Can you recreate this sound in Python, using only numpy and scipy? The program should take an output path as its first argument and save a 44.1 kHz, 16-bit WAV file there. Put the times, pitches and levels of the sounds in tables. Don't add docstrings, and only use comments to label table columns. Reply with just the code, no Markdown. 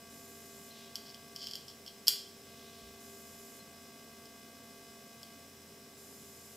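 import sys
import numpy as np
from scipy import signal
from scipy.fft import rfft, irfft
from scipy.io import wavfile
from scipy.ndimage import uniform_filter1d

SR = 44100
rng = np.random.default_rng(int(sys.argv[2]) if len(sys.argv) > 2 else 0)


def to_wav(sig):
    pcm = np.clip(np.atleast_2d(sig), -1, 1) * 32767
    pcm = np.round(pcm).astype(np.int16)
    wavfile.write(sys.argv[1], SR, pcm.T)


N = 289296
TIME = np.arange(N) / SR


def from_db(db):
    return 10 ** (np.asarray(db) / 20)


def unit_rms(x):
    return x / np.sqrt(np.mean(x ** 2) + 1e-20)


def at_hz(curve, hz):
    freqs, values = np.transpose(curve)
    return np.interp(np.log(np.maximum(hz, 1)), np.log(freqs), values)


def ring(force, hz, t60_s):
    radius = np.exp(-np.log(1000) / (t60_s * SR))
    angle = 2 * np.pi * hz / SR
    return signal.lfilter([.5, 0, -.5], [1, -2 * radius * np.cos(angle), radius ** 2], force + 1e-18)


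def tones(rows):
    out = np.zeros(N)
    for hz, db, width_hz, unsteady in rows:
        t60_s = np.log(1000) / (np.pi * width_hz)
        waver = unit_rms(ring(rng.standard_normal(N + SR), hz, t60_s)[SR:])
        steady = np.sqrt(2) * np.sin(2 * np.pi * (hz * TIME + rng.random()))
        out += from_db(db) * (np.sqrt(1 - unsteady) * steady + np.sqrt(unsteady) * waver)
    return out


def strokes(rows):
    return sum(from_db(db) * np.cos(np.pi * np.clip((TIME - centre_s) / length_s, -.5, .5))
               for centre_s, length_s, db in rows)


# freq_hz, side_over_mid_db
STEREO_WIDTH = [(100, -62), (380, -40), (700, -16.5), (1300, -10), (4000, -5.5), (12000, -4.5)]

def stereo_noise(spectrum):
    hz = np.fft.rfftfreq(N, 1 / SR)
    mid, side = rfft(rng.standard_normal((2, N))) * from_db(at_hz(spectrum, hz))
    side = side * from_db(at_hz(STEREO_WIDTH, hz))
    return unit_rms(irfft(np.array([mid + side, mid - side]), N))


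# freq_hz, relative_density_db
AIR_SPECTRUM = [(20, -36), (38, -18), (65, -18), (100, -5.5), (140, 3), (250, -5), (330, -6), (450, 1.5),
                (600, -5.5), (900, -11), (1500, -22), (4000, -24)]
# pitch_hz, rms_db, width_hz, unsteady_share
HUM_TONES = [(85.3, -71.5, 2.4, 0.24), (209.7, -70, 4.6, 1), (230.3, -77, 5.1, 0.99),
             (264.8, -66.5, 26, 0.93), (396.5, -64, 4, 0.25), (5050, -68.5, 98, 0.76),
             (5530, -71.5, 200, 1), (7865, -73, 67, 0.8)]

def fan_and_whines(air_db=-61.5):
    return from_db(air_db) * stereo_noise(AIR_SPECTRUM) + tones(HUM_TONES)


# freq_hz, relative_density_db
STEADY_SPECTRUM = [(300, -4.5), (2000, -1.5), (4200, -1), (4800, -5.5), (5300, 2), (6100, -1.5), (7400, -1),
                   (8800, -4), (11500, -4), (14000, -2.5), (15500, -8)]
# freq_hz, relative_density_db
SWITCHED_SPECTRUM = [(3000, -8.5), (5800, 0), (7200, 8), (8800, -0.5), (9900, 2), (10700, -0.5),
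                     (11400, -1.5), (12500, 6), (13600, -11), (15500, -48)]
# pitch_hz, rms_db, width_hz, unsteady_share
SWITCHED_WHINES = [(10650, -73, 90, .9), (12100, -68, 110, .9)]
# start_s, stop_s
HISS_ON = [(0.1, 0.71), (3.0, 3.6), (5.97, 6.6)]
# centre_s, pitch_hz, peak_db
DROPOUT_BLIPS = [(0.716, 4120, -53.5), (3.606, 4150, -55.5)]

def hiss(steady_db=-59.0, switched_db=-59.5, blip_s=0.011):
    on = sum((TIME > start_s) & (TIME < stop_s) for start_s, stop_s in HISS_ON)
    gate = uniform_filter1d(on.astype(float), size=600)
    steady = from_db(steady_db) * stereo_noise(STEADY_SPECTRUM)
    switched = from_db(switched_db) * stereo_noise(SWITCHED_SPECTRUM) + tones(SWITCHED_WHINES)
    blips = sum(from_db(db) * np.exp(-((TIME - centre_s) / blip_s) ** 2) * np.sin(2 * np.pi * hz * TIME)
                for centre_s, hz, db in DROPOUT_BLIPS)
    return steady + gate * switched + blips


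# start_s, stop_s
BUZZ_LOUD = [(-0.1, 1.46), (2.46, 5.46)]

def buzz_gain(quiet_db=-48.5, loud_db=-44.5, switch_s=0.034):
    loud = sum(np.clip(np.minimum(TIME - start_s, stop_s - TIME) / switch_s + .5, 0, 1)
               for start_s, stop_s in BUZZ_LOUD)
    return from_db(quiet_db + (loud_db - quiet_db) * loud)


def buzz(pitch_hz=228.615, fall_s=0.00016, edge_share=0.15, throb_depth=0.33, fizz_db=-22):
    square = np.clip(np.sin(2 * np.pi * pitch_hz * TIME) * SR / (np.pi * pitch_hz), -1, 1)
    edges = np.diff(square, prepend=0) / 2
    decays = signal.lfilter([1], [1, -np.exp(-1 / (fall_s * SR))], edges + 1e-18)
    spikes = decays + edge_share * edges
    throb = 1 + throb_depth * np.sin(2 * np.pi * pitch_hz / 4 * TIME)
    fizz = 1 + from_db(fizz_db) * rng.standard_normal(N)
    return buzz_gain() * throb * spikes * fizz


# start_s, peak_db
TABLE_BUMPS = [(0.07, -70), (2.82, -59)]

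def table_bumps(pitch_hz=62, swell_s=0.032):
    out = np.zeros(N)
    for start_s, db in TABLE_BUMPS:
        age = np.maximum(TIME - start_s, 0)
        envelope = age / swell_s * np.exp(1 - age / swell_s)
        out += from_db(db) * envelope * np.sin(2 * np.pi * pitch_hz * age)
    return out


# freq_hz, relative_db
ROOM_SPECTRUM = [(500, -10), (2000, 4.5), (3100, -0.5), (3900, 5), (4750, -9.5), (5700, -5), (6600, 2),
                 (9500, -0.5), (12500, 3), (15000, -1)]
# freq_hz, t60_s
ROOM_DECAY = [(500, 0.13), (3000, 0.5), (5000, 0.45), (8000, 0.38), (14000, 0.24)]

def room(x, wet_db=-4.0, first_echo_s=0.0057, side_db=-24):
    age = np.arange(SR * 2 // 3) / SR
    hz = np.fft.rfftfreq(len(age), 1 / SR)
    spectrum = rfft(rng.standard_normal((2, len(age)))) * from_db(at_hz(ROOM_SPECTRUM, hz))
    edges_hz = np.geomspace(300, 18000, 15)
    tail = 0
    for low, high in zip(edges_hz, edges_hz[1:]):
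        band = irfft(spectrum * ((hz >= low) & (hz < high)), len(age))
        t60_s = at_hz(ROOM_DECAY, np.sqrt(low * high))
        tail += band * np.exp(-np.log(1000) * age / t60_s)
    near_surfaces = 1 + 2.4 * np.exp(-(age - first_echo_s) / 0.0016)
    tail *= (age > first_echo_s) * near_surfaces
    mid, side = (signal.fftconvolve(x, h / np.linalg.norm(h))[:N] for h in tail)
    return x + from_db(wet_db) * (mid + from_db(side_db) * np.array([side, -side]))


# centre_s, length_s, level_db
GRIP_STROKES = [(0.80, 0.29, -60), (2.68, 0.76, -64)]

def fingers(band_hz=(2760, 5700)):
    bandpass = signal.butter(2, band_hz, "band", fs=SR, output="sos")
    return strokes(GRIP_STROKES) * unit_rms(signal.sosfilt(bandpass, rng.standard_normal(N)))


# pitch_hz, level_db, t60_s
SOCKET_MODES = [(3120, -10, .010), (3520, -15, .007), (4080, -12, .005), (4620, -4, .009), (5020, -3, .008),
                (5480, -4.5, .010), (6600, -13, .004), (7500, -10, .004), (8400, -11, .004),
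                (9700, -12, .003), (11100, -7, .003), (12600, -7, .003), (13700, -10, .003),
                (14800, -9, .004)]

def socket(force, tilt_db_per_oct, favoured_hz, favour_db=3.5, favour_width_oct=.2):
    out = 0
    for k, (hz, db, t60_s) in enumerate(SOCKET_MODES):
        nearness = np.exp(-(np.log2(hz / favoured_hz) / favour_width_oct) ** 2)
        treble_oct = max(np.log2(hz / 5800), 0)
        gain = from_db(db + favour_db * (nearness - 1) + tilt_db_per_oct * treble_oct)
        out += (-1) ** k * gain * ring(force, hz, t60_s)
    return out


# centre_s, length_s, level_db
TURN_STROKES = [(1.085, .08, -52.5), (1.44, .19, -48), (1.56, 0.11, -58.5), (1.70, 0.046, -52),
                (1.882, 0.025, -51)]

def bit_scrape(grains_per_s=2500, spread_db=4.5, band_hz=(2500, 8500)):
    sizes = from_db(spread_db * np.minimum(rng.exponential(1, N), 4))
    signs = rng.choice([-1, 1], N)
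    catches = sizes * signs * (rng.random(N) < grains_per_s / SR)
    ringing = socket(catches, tilt_db_per_oct=-10, favoured_hz=3800)
    bandpass = signal.butter(2, band_hz, "band", fs=SR, output="sos")
    return strokes(TURN_STROKES) * unit_rms(signal.sosfilt(bandpass, ringing))


def chatter(decay_s):
    age = np.arange(SR // 30) / SR
    grit = rng.standard_normal(len(age))
    for _ in range(3):
        spectrum = rfft(grit * np.exp(-age / decay_s))
        grit = irfft(spectrum / (np.abs(spectrum) + 1e-12), len(age))
    push = grit * np.exp(-(age / (2 * decay_s)) ** 2)
    return push / np.linalg.norm(push)


# pitch_hz, level_db, t60_s
SEATED_BIT_MODES = [(4608, -36, 0.45), (4730, -29, 0.29), (4898, -41, 0.22), (5100, -45, 0.28)]
# start_s, force_db, chatter_s, favoured_hz
BIT_CONTACTS = [(0.9555, -21, .0027, 5700), (1.144, -33, .003, 3200), (1.3608, -26, .003, 5700),
                (1.4283, -30, .004, 3200), (1.4405, -30, .004, 4100), (1.469, -23.5, .004, 3200),
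                (1.484, -32, .004, 3200), (1.5113, -28.5, .003, 4700), (1.5340, -24.5, .006, 4100),
                (1.554, -24, .0025, 3200), (1.6815, -33, .003, 5700), (1.8624, -33, .004, 3200),
                (1.8775, -30, .006, 3200), (2.0695, -22, .001, 12500), (2.0733, -16.5, .003, 4700),
                (2.0813, -4.2, .0004, 4900), (2.0833, -12.5, .0016, 3500), (4.255, -40.5, .003, 5700),
                (5.2305, -31.5, .0022, 3600)]

def bit_taps_and_snap(hard_tilt_db_per_oct=3.5, tilt_loss_per_s=2500, knock_db=-17):
    out, force = np.zeros((2, N))
    for start_s, db, chatter_s, favoured_hz in BIT_CONTACTS:
        push = from_db(db) * chatter(chatter_s)
        start = round(start_s * SR)
        span = slice(start, start + len(push))
        out[span] += socket(push, hard_tilt_db_per_oct - tilt_loss_per_s * chatter_s, favoured_hz)
        force[span] += push
    out += from_db(knock_db) * ring(force, hz=1300, t60_s=0.0011)
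    out += sum(from_db(db) * ring(force, hz, t60_s) for hz, db, t60_s in SEATED_BIT_MODES)
    highpass = signal.butter(2, 700, "high", fs=SR, output="sos")
    return signal.sosfilt(highpass, out)


def scene():
    hum = fan_and_whines()
    tool = bit_taps_and_snap() + bit_scrape() + fingers()
    return hum + room(tool) + table_bumps() + buzz() + hiss()


def record(dry):
    return signal.sosfilt(signal.ellip(10, .1, 80, 15500, fs=SR, output="sos"), dry)


dry = scene()
out = record(dry)
to_wav(out)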